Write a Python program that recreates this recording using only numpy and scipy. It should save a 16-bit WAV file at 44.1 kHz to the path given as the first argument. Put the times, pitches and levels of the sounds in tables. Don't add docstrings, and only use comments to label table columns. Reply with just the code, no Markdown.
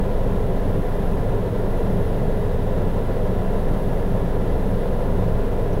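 import sys
import numpy as np
from scipy import signal
from scipy.fft import rfft, irfft
from scipy.io import wavfile

SR = 44100
rng = np.random.default_rng(int(sys.argv[2]) if len(sys.argv) > 2 else 0)


def dump(signal):
    limited = np.clip(np.atleast_2d(signal).T, -1, 1)
    pcm = np.round(limited * 32767).astype(np.int16)
    wavfile.write(sys.argv[1], SR, pcm)


N = 255780
TIME = np.arange(N) / SR
BINS_HZ = np.fft.rfftfreq(N, 1 / SR)
FIRING_HZ = 22.62

# multiple of the firing rate, rms level/dB
FIRING_OVERTONES = [(2, -33), (3, -42.5), (4, -44), (5, -49)]
# centre t/s, length/s, depth/dB
THROB_DIPS = [(1.483, 0.17, 10)]
# f/Hz, relative level/dB
BOOM_EQ = [(2, -20), (6, -1), (32, -1.5), (56, -2.5), (78, -2.5), (92, 2), (118, 2), (146, -5), (172, 1.5),
           (196, 1), (218, -7), (278, -8), (315, -20), (1200, -100)]
# f/Hz, rms level/dB
ROTOR_HUMS = [(53.6, -43), (93.6, -41.5), (110.3, -42), (122.3, -42.5), (281, -47)]
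# f/Hz, relative level/dB
RUSH_EQ = [(150, -40), (320, -3), (450, 1.5), (600, 3), (720, -2), (790, -5), (1020, -7), (1130, -13.5),
           (1550, -18), (1900, -19.5), (2300, -25), (3650, -27), (4500, -34), (7500, -40.5)]
# f/Hz, relative level/dB
DRONE_EQ = [(150, -73), (320, -17.5), (385, -2.5), (415, 0), (450, -4), (485, 0), (550, -10), (680, -25),
            (2000, -94)]
# f/Hz, width/Hz, rms level/dB
DUCT_RESONANCES = [(702, 47, -49.5), (978, 65, -49), (1392, 87, -53.5), (1695, 140, -53.5),
                   (2000, 30, -58.5), (2720, 34, -67.5)]
# f/Hz, relative level/dB
HISS_EQ = [(3000, -8), (5500, 0), (7500, -7), (9000, -5), (9900, 0.5), (10300, 10.5), (10700, 11.5),
           (11500, 6), (12100, 10), (12700, 5), (13300, -1), (15700, 1)]
# f/Hz, rms level/dB
WHINE_TONES = [(7837, -82), (7957, -86), (8520, -82), (10002, -81), (12000, -78), (15734, -75)]
# centre t/s, f/Hz, width/Hz, length/s, rms level at its height/dB
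TRIM_CREAKS = [(5.733, 5800, 300, .006, -48.5)]


def gain_of(db):
    return 10 ** (np.asarray(db) / 20)


def noise(shape):
    shaped = irfft(rfft(rng.standard_normal(N)) * shape, N)
    return shaped / np.sqrt(np.mean(shaped ** 2) + 1e-20)


def eq_noise(curve):
    hz, db = np.transpose(curve)
    return noise(gain_of(np.interp(np.log(BINS_HZ + 1), np.log(hz + 1), db)))


def resonance(hz, width):
    return noise(1 / (1 + 2 * ((BINS_HZ - hz) / width) ** 2))


def drift(rate_hz):
    return noise((BINS_HZ > 0) / (1 + (BINS_HZ / rate_hz) ** 4))


def bump(centre_s, length_s):
    return np.exp(-(2 * (TIME - centre_s) / length_s) ** 2)


def tone(hz, db):
    cycles = np.cumsum(hz) / SR + rng.random()
    return np.sqrt(2) * gain_of(db) * np.sin(2 * np.pi * cycles)


def engine(throb_db=-21.5, wander_db=0.45, pitch_waver=0.0037):
    firing_hz = FIRING_HZ * (1 + pitch_waver * drift(3.1))
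    overtones = sum(tone(multiple * firing_hz, db) for multiple, db in FIRING_OVERTONES)
    dip_db = sum(depth * bump(t, length) for t, length, depth in THROB_DIPS)
    throb = tone(firing_hz, throb_db + wander_db * drift(5.1) - dip_db)
    return throb + overtones


def cabin_rumble(level_db=-24.5, swell_db=0.5, pulse_depth=0.072):
    pulse = 1 + pulse_depth * np.cos(2 * np.pi * FIRING_HZ * TIME)
    level = gain_of(level_db + swell_db * drift(3.9))
    return level * eq_noise(BOOM_EQ) * pulse


def rotor_hums(pitch_waver=0.0033, swell_db=2):
    return sum(tone(hz * (1 + pitch_waver * drift(2.6)), db + swell_db * drift(1.4))
               for hz, db in ROTOR_HUMS)


def fan_air(rush_db=-31, drone_db=-30, swell_db=0.5, flutter_db=0.41):
    rush = gain_of(rush_db) * eq_noise(RUSH_EQ)
    drone = gain_of(drone_db + swell_db * drift(1.9)) * eq_noise(DRONE_EQ)
    ringing = sum(gain_of(db) * resonance(hz, width) for hz, width, db in DUCT_RESONANCES)
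    flutter = gain_of(flutter_db * drift(27))
    return (rush + drone + ringing) * flutter


def electronics(hiss_db=-58.5, swell_db=0.8, waver_hz=1.2):
    whines = sum(tone(hz + waver_hz * drift(9.6), db) for hz, db in WHINE_TONES)
    hiss = gain_of(hiss_db + swell_db * drift(1.2)) * eq_noise(HISS_EQ)
    return hiss + whines


def trim_creak():
    return sum(gain_of(db) * bump(t, length) * resonance(hz, width)
               for t, hz, width, length, db in TRIM_CREAKS)


def scene():
    return (engine() + cabin_rumble() + rotor_hums() + fan_air() + trim_creak())[None]


def record(dry):
    high_cut_hz = 15850
    low_pass = signal.firwin(1023, high_cut_hz, window=("kaiser", 9), fs=SR)
    return signal.oaconvolve(dry + electronics(), low_pass[None], "same")


dry = scene()
out = record(dry)
dump(out)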